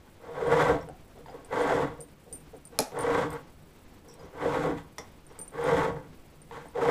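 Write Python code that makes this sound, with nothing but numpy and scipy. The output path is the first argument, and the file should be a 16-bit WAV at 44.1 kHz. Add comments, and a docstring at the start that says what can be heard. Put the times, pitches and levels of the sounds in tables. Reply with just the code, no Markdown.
"""A wooden shed: a small hand plane is pushed six times along a wooden edge clamped to a bench.
Tearing fibres shake workpiece, clamp and bench; the shaving hisses and light scuffs fall between strokes.
A loose metal part tinkles, the plane knocks on the wood, a faint high rattle comes and goes, and twice
something snaps sharply. Tinkles and snaps are near and mostly direct; the shed echoes around them.
A quiet room hum lies below, with a faint flickering high hiss over it; a low-pass cuts the very top."""
import sys
import numpy as np
from scipy import signal
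from scipy.fft import rfft, irfft
from scipy.io import wavfile

SR = 44100
rng = np.random.default_rng(int(sys.argv[2]) if len(sys.argv) > 2 else 0)


def attenuation_scalar(level_db):
    """Turn a level in dB into a linear amplitude multiplier (20 dB per decade)."""
    decades = np.asarray(level_db, float) / 20
    return 10 ** decades


def digitize_waveform(pressure):
    """Quantize a signal to 16-bit integers and store it at the path in sys.argv[1].

    Rows of a 2-D input are taken as channels; values are limited to [-1, 1].
    """
    field = np.atleast_2d(pressure).T
    bounded = np.clip(field, -1, 1)
    quanta = np.round(bounded * 32767).astype(np.int16)
    wavfile.write(sys.argv[1], SR, quanta)


N = 304290  # samples, 6.9 s

# All levels below are those before the final mix in scene().
# Room hum spectrum: (frequency [Hz], density [dB per Hz])
HUM_SPECTRUM = [(12, 7), (20, 3.5), (109, 0.5), (135, -38), (169, -10), (200, -1), (289, -3), (1820, -19.5),
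                (2270, -19.5), (7000, -29.5), (9100, -76), (15400, -120)]
# Faint flickering high hiss over the hum: (frequency [Hz], density [dB per Hz])
HIGH_HISS_SPECTRUM = [(3820, -20.5), (6500, -56), (7050, -4), (7790, 2.5), (9550, -3.5), (10600, 1.5),
                      (11700, -8), (13000, 1), (14700, -5), (15200, 9.5), (15700, -24)]
# Resonances of bench, workpiece, planed edge and clamp: (frequency [Hz], width [Hz], level [dB])
BENCH_MODES = [(27, 8.5, -9), (62.7, 36, -5), (106.4, 12.6, -7), (149, 34.6, 2), (182.3, 11, -5.5)]
WORKPIECE_MODES = [(397, 30, -11), (443, 24, -10), (472, 24, 1), (514, 22, -3), (568, 30, -12),
                   (615, 34, -14), (672, 32, -11), (750, 45, -12)]
EDGE_MODES = [(819, 57, 7), (882.3, 50, 6.5), (948.4, 46, 9), (1002.6, 47, 8), (1098, 56, 8),
              (1196, 262, 1), (1421, 147, -0.5), (1559, 59, 6), (1710, 110, -5), (1941, 295, -3.5),
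              (2030, 48, 3), (2080, 310, -7.5)]
CLAMP_MODES = [(229, 12, -13.5), (289, 42, -2.5)]
# Hiss of the shaving: (frequency [Hz], density [dB per Hz])
SHAVING_SPECTRUM = [(1410, -5), (2400, -5), (2900, -6), (3290, -0.5), (3610, -4), (3850, -7), (4580, -11),
                    (5150, -11), (5890, -13), (7570, -11.5), (10100, -20), (10900, -20.5), (13300, -25),
                    (15100, -27), (15700, -45)]
# Six strokes, one curve each: (time [s], workpiece ring [dB], cutting rasp [dB])
STROKES = [
    [(0.2, -60, -63), (0.24, -47.5, -52.5), (0.488, -26, -36), (0.528, -25, -30.5), (0.604, -25, -26),
     (0.718, -22.5, -31.5), (0.86, -48.5, -56.5), (0.896, -44, -75), (1.0, -79, -80)],
    [(1.485, -64, -64), (1.529, -31.5, -34.5), (1.603, -25.5, -31), (1.687, -27.5, -31.5),
     (1.713, -21, -28), (1.745, -28, -30.5), (1.811, -26, -32), (1.939, -50.5, -52), (2.0, -51, -66)],
    [(2.92, -42, -48.5), (2.97, -33, -39.5), (3.136, -28, -29.5), (3.164, -27, -29.5), (3.172, -27, -29),
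     (3.232, -29, -31.5), (3.296, -40.5, -45.5), (3.364, -45, -40.5), (3.47, -68, -85)],
    [(4.33, -49, -56), (4.416, -37, -36.5), (4.462, -25.5, -34.5), (4.512, -35, -33.5), (4.542, -26, -31),
     (4.61, -32.5, -34), (4.666, -25, -33.5), (4.842, -57, -61.5), (4.9, -64, -71)],
    [(5.52, -49, -59), (5.544, -48, -47.5), (5.676, -25.5, -30), (5.848, -30.5, -31), (5.866, -25, -34),
     (5.954, -41.5, -53), (5.964, -42, -47), (6.086, -60, -63), (6.1, -84, -75)],
    [(6.735, -85, -77), (6.755, -37, -45.5), (6.795, -29, -39.5), (6.84, -28, -32), (6.9, -23.5, -30.5)],
]
# How much each stroke shakes clamp and bench, relative to the workpiece: (clamp [dB], bench [dB])
STROKE_SHAKE = [(-3.5, 0), (-1, -1.5), (1.5, 0), (5, 2.5), (-1, 2.5), (-2.5, 1.5)]
# Light scuffs of the plane between strokes: (start [s], length [s], workpiece [dB], rasp [dB])
SCUFFS = [(0.057, 0.043, -66, -56), (1.152, 0.084, -45, -60.5), (1.27, 0.064, -51, -51),
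          (1.309, 0.19, -47, -55.5), (1.482, 0.035, -56, -49), (2.001, 0.048, -45, -58),
          (2.257, 0.15, -52, -72), (2.531, 0.05, -39.5, -55), (2.717, 0.16, -50.5, -54),
          (4.038, 0.27, -55.5, -62), (4.176, 0.2, -49, -56.5), (4.765, 0.055, -52, -39.5),
          (4.984, 0.088, -51, -52), (5.297, 0.05, -59, -54.5), (5.332, 0.17, -56, -56.5),
          (6.509, 0.18, -45.5, -45), (6.64, 0.05, -44, -51.5), (6.742, 0.03, -60, -46)]
# Touches of the loose metal part:
# (time [s], peak [dB], t60 [s], second mode [dB relative], tick [dB relative])
TINKLES = [(0.4703, -53, 0.1, -23, -4), (0.8889, -52, 0.033, -35, -7), (1.4476, -53.5, 0.096, -30, 0),
           (1.6137, -49, 0.16, -26, -11), (2.0053, -42, 0.087, -26, -9), (2.012, -42, 0.056, -18, -2.5),
           (2.0234, -44.5, 0.11, -19, -14), (2.0857, -66, 0.067, -20, -2), (2.3268, -36.5, 0.2, -22, -7),
           (2.3536, -42, 0.11, -16, -10), (2.3728, -54, 0.12, -22, -7), (2.4024, -60, 0.093, -18, -8),
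           (2.5656, -54, 0.036, -21, -15), (2.6525, -42.5, 0.058, -20, -10), (2.6713, -46, 0.057, -28, -9),
           (2.8769, -54, 0.069, -21, -9), (2.9886, -38.5, 0.094, -19, -8), (3.0076, -37, 0.12, -29, -8),
           (3.0184, -43, 0.12, -27, -6), (3.3045, -53.5, 0.087, 3, 8.5), (3.33, -48, 0.068, -10, -4),
           (3.338, -57, 0.08, -10, 3), (4.14, -58, 0.048, -8, 5), (5.2659, -49.5, 0.045, -28, -15),
           (5.3243, -63, 0.05, -19, -3), (5.3898, -40, 0.15, -13, -3.5), (5.4135, -36.5, 0.16, -42, -18),
           (5.4519, -55, 0.08, -24, -10), (5.4789, -38.5, 0.049, -40, -17), (5.5064, -60, 0.05, -20, -6),
           (5.6391, -44, 0.064, -28, -14), (6.4173, -50, 0.078, -31, -10), (6.6832, -53.5, 0.061, -22, -15)]
# Modes of the metal part: (frequency [Hz], level [dB relative], share of the touch's t60 [ratio])
METAL_MODES = [(8970, 5, 0.8), (13020, -1, 1.7), (14500, 4, 1.1), (6030, -16.5, 0.52)]
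# Partials of the tick at each touch: (frequency [Hz], level [dB relative])
TICK_PARTIALS = [(4300, -31), (4900, 2.5), (7300, -10), (7750, -7.5), (8100, 13), (8500, 9), (10200, -14),
                 (11200, 3), (12200, 0)]
# Contacts of the faint high rattle: (time [s], peak [dB], pitch [Hz])
RATTLE_CONTACTS = [(0.812, -50, 5500), (1.263, -56, 4800), (1.298, -53.5, 4950), (4.086, -48, 5800),
                   (4.0976, -48, 5380), (4.113, -51, 5640), (4.1235, -54, 5500), (4.1939, -54, 4880),
                   (4.2328, -58, 5830), (5.2914, -59, 5700)]
# Dull knocks on the wood: (time [s], peak [dB], pitch [Hz])
KNOCKS = [(0.887, -30.5, 750), (1.158, -50, 530), (1.26, -33.5, 940), (1.284, -31.5, 760),
          (1.343, -31.5, 500), (1.492, -38, 460), (1.528, -20.5, 527), (2.019, -45, 514), (2.328, -41, 342),
          (2.54, -38, 460), (2.935, -30.5, 483), (4.028, -48, 318), (4.195, -46, 487), (4.228, -39, 392),
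          (5.305, -43, 470), (5.388, -38, 495), (5.544, -29.5, 472), (6.511, -28.5, 940), (6.742, -51, 453)]
# Sharp snaps: (time [s], crack [dB rms], crack t60 [s], scatter [dB rms], thud [dB],
# crack spectrum as (frequency [Hz], density [dB per Hz]))
SNAPS = [(2.789, -12, 0.0071, -32.5, -8.5, [(530, -37), (900, 5), (1040, -9), (1270, 1), (1700, -2.5),
         (2430, -5.5), (3050, -13), (3320, -9), (4750, -4), (5550, -2), (8970, -8), (10700, -6),
         (11700, -10), (13300, -12), (15700, -35)]), (2.8037, -19, 0.0042, -66, -66, [(5000, -13),
         (9000, -19), (10600, 3), (13000, -15), (15800, -26)]),
         (4.983, -27.5, 0.024, -46.5, -27, [(350, -51), (600, -38), (1070, -5), (1440, -33), (1520, -50),
         (1970, -9), (2810, -38), (3090, -26), (4180, -35), (5720, -15), (6390, -24), (14700, -41),
         (15700, -52)])]
# Thud of the wood under a snap: (frequency [Hz], level [dB relative], t60 [s])
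THUD_MODES = [(285, 3.5, 0.018), (457, -15, 0.1), (496, -2, 0.02), (602, 17, 0.012), (722, -10, 0.05),
              (830, -4, 0.055)]
# Ring of the two snapped parts, loud then soft: (frequency [Hz], level [dB], t60 [s])
LOUD_RING = [(1220, -19, 0.012), (2410, -23, 0.017), (4250, -13, 0.01), (5050, -12, 0.0087),
             (6720, -19, 0.0099), (10730, -7, 0.0066)]
SOFT_RING = [(1050, -46, .06), (2070, -47, 0.12), (3540, -40, 0.035), (5620, -51, 0.099),
             (6000, -51, 0.024), (1260, -38, .02)]
# Echo bands of the shed: (frequency [Hz], t60 [s], echo [dB])
SHED_BANDS = [(246, 0.11, 14), (820, 0.38, -1.5), (2500, 0.3, -5.5), (5930, 0.13, -1.5), (11900, 0.1, -15)]


def rms_one(x):
    """Scale to rms 1."""
    return x / np.sqrt(np.mean(x ** 2) + 1e-20)


def coloured(x, points):
    """Shape by a (Hz, dB) spectrum, straight on a log frequency axis; rms 1."""
    hz, level_db = np.transpose(points)
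    grid_hz = np.maximum(np.arange(len(x) // 2 + 1) * SR / len(x), 1)
    gain = attenuation_scalar(np.interp(np.log(grid_hz), np.log(hz), level_db))
    return rms_one(irfft(rfft(x) * gain, len(x)))


def drift(rate_hz):
    """Slow random wander of spread 1: noise through two equal one-pole low-passes."""
    r = np.exp(-2 * np.pi * rate_hz / SR)
    wander = signal.lfilter([1], [1, -2 * r, r * r], rng.standard_normal(N + SR))
    return rms_one(wander[SR:])  # the first second settles the filter


def resonate(x, peaks):
    """Parallel resonances of alternating sign, each passed twice so that the valleys stay dark; rms 1."""
    out = np.zeros(N)
    for k, (hz, width_hz, level_db) in enumerate(peaks):
        r = np.exp(-np.pi * width_hz / SR)
        section = [1 - r * r, 0, r * r - 1, 1, -2 * r * np.cos(2 * np.pi * hz / SR), r * r]
        out += (-1) ** k * attenuation_scalar(level_db) * signal.sosfilt([section, section], x)
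    return rms_one(out)


def add(out, s, hz, level_db, t60, length=None, rise_s=0.00027):
    """Add a dying sine at time s, ended after its t60 or, if given and sooner, after length seconds."""
    t = np.arange(int(SR * min(max(t60, 0.002), length or 9))) / SR
    i = int(s * SR)
    envelope = attenuation_scalar(level_db - 60 * t / t60) * (1 - np.exp(-t / rise_s))
    ring = envelope * np.sin(2 * np.pi * hz * t)
    out[i:i + len(t)] += ring[:N - i]


def hum_and_high_hiss():
    """Steady room hum wavers slightly; over it a faint high hiss flickers faster."""
    hum_gain = attenuation_scalar(-54 + 1.2 * drift(12))
    hiss_gain = attenuation_scalar(-70.5 + 2.5 * drift(40))
    hum = hum_gain * coloured(rng.standard_normal(N), HUM_SPECTRUM)
    return hum + hiss_gain * coloured(rng.standard_normal(N), HIGH_HISS_SPECTRUM)


def contact():
    """Gains of workpiece, rasp, clamp, bench and hiss drive: strokes, scuffs, resting hand add in power."""
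    t = np.arange(N) / SR
    source = [0, 1, 0, 0, 1]  # each gain follows the workpiece column (0) or the rasp column (1)
    resting_db = np.array([-78, -76])  # hand on the tool between contacts: workpiece, rasp
    power = np.ones((5, N)) * attenuation_scalar(resting_db)[source, None] ** 2
    for rows, shake_db in zip(STROKES, STROKE_SHAKE):
        s, *columns = np.transpose(rows)
        levels_db = np.array([np.interp(t, s, c) for c in columns])[source]
        levels_db[2:4] += np.array(shake_db)[:, None]
        during = (t >= s[0]) * (t <= s[-1])
        power += during * attenuation_scalar(levels_db) ** 2
    rise_s, fall_db = 0.01, 16.5  # a scuff sets in fast and fades by fall_db over its length
    for s, length, *levels_db in SCUFFS:
        age = np.maximum(t - s, 0)
        shape = (1 - np.exp(-age / rise_s)) * attenuation_scalar(-fall_db * (age / length) ** 2)
        gains = attenuation_scalar(np.array(levels_db))[source]
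        gains[-1] *= attenuation_scalar(4)  # a scuff skims the surface and is brighter than a cut
        power += (gains[:, None] * shape) ** 2
    return np.sqrt(power)


def late(level, lag_s):
    """One-pole smoothing: a heavy part answers late."""
    r = np.exp(-1 / (max(lag_s, 0.001) * SR))
    return signal.lfilter([1 - r], [1, -r], level)


def fibres(per_s, spread_db, chatter_db):
    """Fibres tear as dense clicks of uneven size; the blade chatters, so they come in clumps."""
    sizes = attenuation_scalar(spread_db * np.minimum(rng.exponential(1, N), 4)) * rng.choice([-1, 1], N)
    torn = rng.random(N) < per_s / SR
    chatter = attenuation_scalar(chatter_db * (drift(112) + 0.68 * drift(33)))
    return sizes * torn * chatter + 1e-18


def plane():
    """Tearing fibres drive workpiece, edge and clamp; with finer ones they make hiss and shake the bench."""
    work, cut, clamp_drive, bench_drive, skim = contact()
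    hiss = attenuation_scalar(-47) * skim / attenuation_scalar(-32.5)  # -47 dB at a hiss drive of -32.5 dB
    # The heavy bench follows late and never quite rests; the clamp rings unevenly.
    rumble = attenuation_scalar(-12) * late(bench_drive, lag_s=0.053) + attenuation_scalar(-63 + 2.7 * drift(10))
    clamp = attenuation_scalar(-10 + 1.5 * drift(12)) * late(clamp_drive, lag_s=0.027)
    tearing = fibres(2400, spread_db=3.0, chatter_db=1.5)
    fine = rms_one(fibres(9000, spread_db=-1.5, chatter_db=1.35)) + 0.59 * rms_one(tearing)
    bright = cut * resonate(tearing, EDGE_MODES) + hiss * coloured(fine, SHAVING_SPECTRUM)
    deep = work * resonate(tearing, WORKPIECE_MODES) + clamp * resonate(tearing, CLAMP_MODES)
    return bright, deep + rumble * resonate(fine, BENCH_MODES)


def tinkles(tick_t60=0.0079):
    """Each touch ticks unevenly, stops the old ring (but for its longest mode) and starts a new one."""
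    out = np.zeros(N)
    ends = [row[0] for row in TINKLES[1:]] + [N / SR]
    chances_db = rng.normal(0, 3, (len(TINKLES), len(TICK_PARTIALS)))
    for (s, peak_db, t60, second_db, tick_db), end, chance_db in zip(TINKLES, ends, chances_db):
        top_db = -11 + 0.4 * second_db  # the top mode partly follows the second
        for (hz, level_db, share), own_db in zip(METAL_MODES, [0, second_db, top_db, 0]):
            length = end - s if share < 1.5 else None
            add(out, s, hz, peak_db + level_db + own_db, share * t60, length)
        for (hz, level_db), own_db in zip(TICK_PARTIALS, chance_db):
            add(out, s, hz, peak_db + tick_db + level_db + own_db, tick_t60)
    return out


def rattle():
    """Each contact rings a cluster of short modes, mostly close, whose pitches stray a little."""
    out = np.zeros(N)
    strays = rng.normal(0, 0.011, (len(RATTLE_CONTACTS), 4))
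    for (s, peak_db, hz), chance in zip(RATTLE_CONTACTS, strays):
        for ratio, level_db, stray in zip([0.95, 1, 1.04, 1.4], [-11.0, 0.5, -17.0, -7.0], chance):
            add(out, s, (ratio + stray) * hz, peak_db + level_db, t60=0.025)
    return out


def knocks():
    """A knock rings briefly at its own pitch and at two overtones of the wood."""
    out = np.zeros(N)
    for s, peak_db, hz in KNOCKS:
        for ratio, level_db, t60 in [(1, -4, 0.031), (1.9, -9.5, 0.013), (3.7, -11, 0.0043)]:
            add(out, s, ratio * hz, peak_db + level_db, t60)
    return out


def snaps(scatter_t60=0.27):
    """A crack of splintering noise scatters off nearby boards; the thud of the wood swells a few ms later."""
    out = np.zeros(N)
    t = np.arange(SR // 4) / SR
    for s, crack_db, crack_t60, scatter_db, thud_db, spectrum in SNAPS:
        i = int(s * SR)
        shape = attenuation_scalar(crack_db - 60 * t / crack_t60) + attenuation_scalar(scatter_db - 60 * t / scatter_t60)
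        out[i:i + len(t)] += shape * coloured(rng.standard_normal(len(t)), spectrum)
        for hz, level_db, t60 in THUD_MODES:
            add(out, s + 0.00384, hz, thud_db + level_db, t60, rise_s=0.009)
    for s, modes in [(2.789, LOUD_RING), (4.983, SOFT_RING)]:
        for hz, level_db, t60 in modes:
            add(out, s, hz, level_db, t60)
    return out


def shed(x, first_echo_s=0.0048):
    """The direct sound plus dense echoes: noise that dies away band by band."""
    t = np.arange(SR // 2) / SR
    tail = np.zeros(len(t))
    for hz, t60, echo_db in SHED_BANDS:
        edges_hz = [hz / 2.34, min(hz * 1.3, 0.45 * SR)]
        band = signal.butter(2, edges_hz, "band", fs=SR, output="sos")
        noise = signal.sosfilt(band, rng.standard_normal(len(t)))
        dying = noise * attenuation_scalar(-60 * t / t60) * (t > first_echo_s)
        tail += attenuation_scalar(echo_db) * dying * np.sqrt(18 / t60 / SR)  # a longer decay starts lower
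    return x + signal.fftconvolve(x, tail)[:N]


def scene():
    """Deep resonances carry their own ring, near sharp sounds are mostly direct; the rest echoes in the shed."""
    bright, deep = plane()
    near = tinkles() + snaps()
    in_shed = shed(0.43 * bright + knocks() + rattle() + 0.44 * near)
    direct = 0.5 * bright + 0.35 * near
    return (direct + in_shed + deep + hum_and_high_hiss())[None]


def roll_off(x):
    """The treble ends steeply here."""
    return signal.sosfilt(signal.butter(12, 15890, fs=SR, output="sos"), x)


def record(dry):
    """A low-pass cuts the very top: 40 dB down from 15750 Hz upwards."""
    top_cut = signal.cheby2(10, 40, 15750, fs=SR, output="sos")
    return roll_off(signal.sosfilt(top_cut, dry))


dry = scene()
out = record(dry)
digitize_waveform(out)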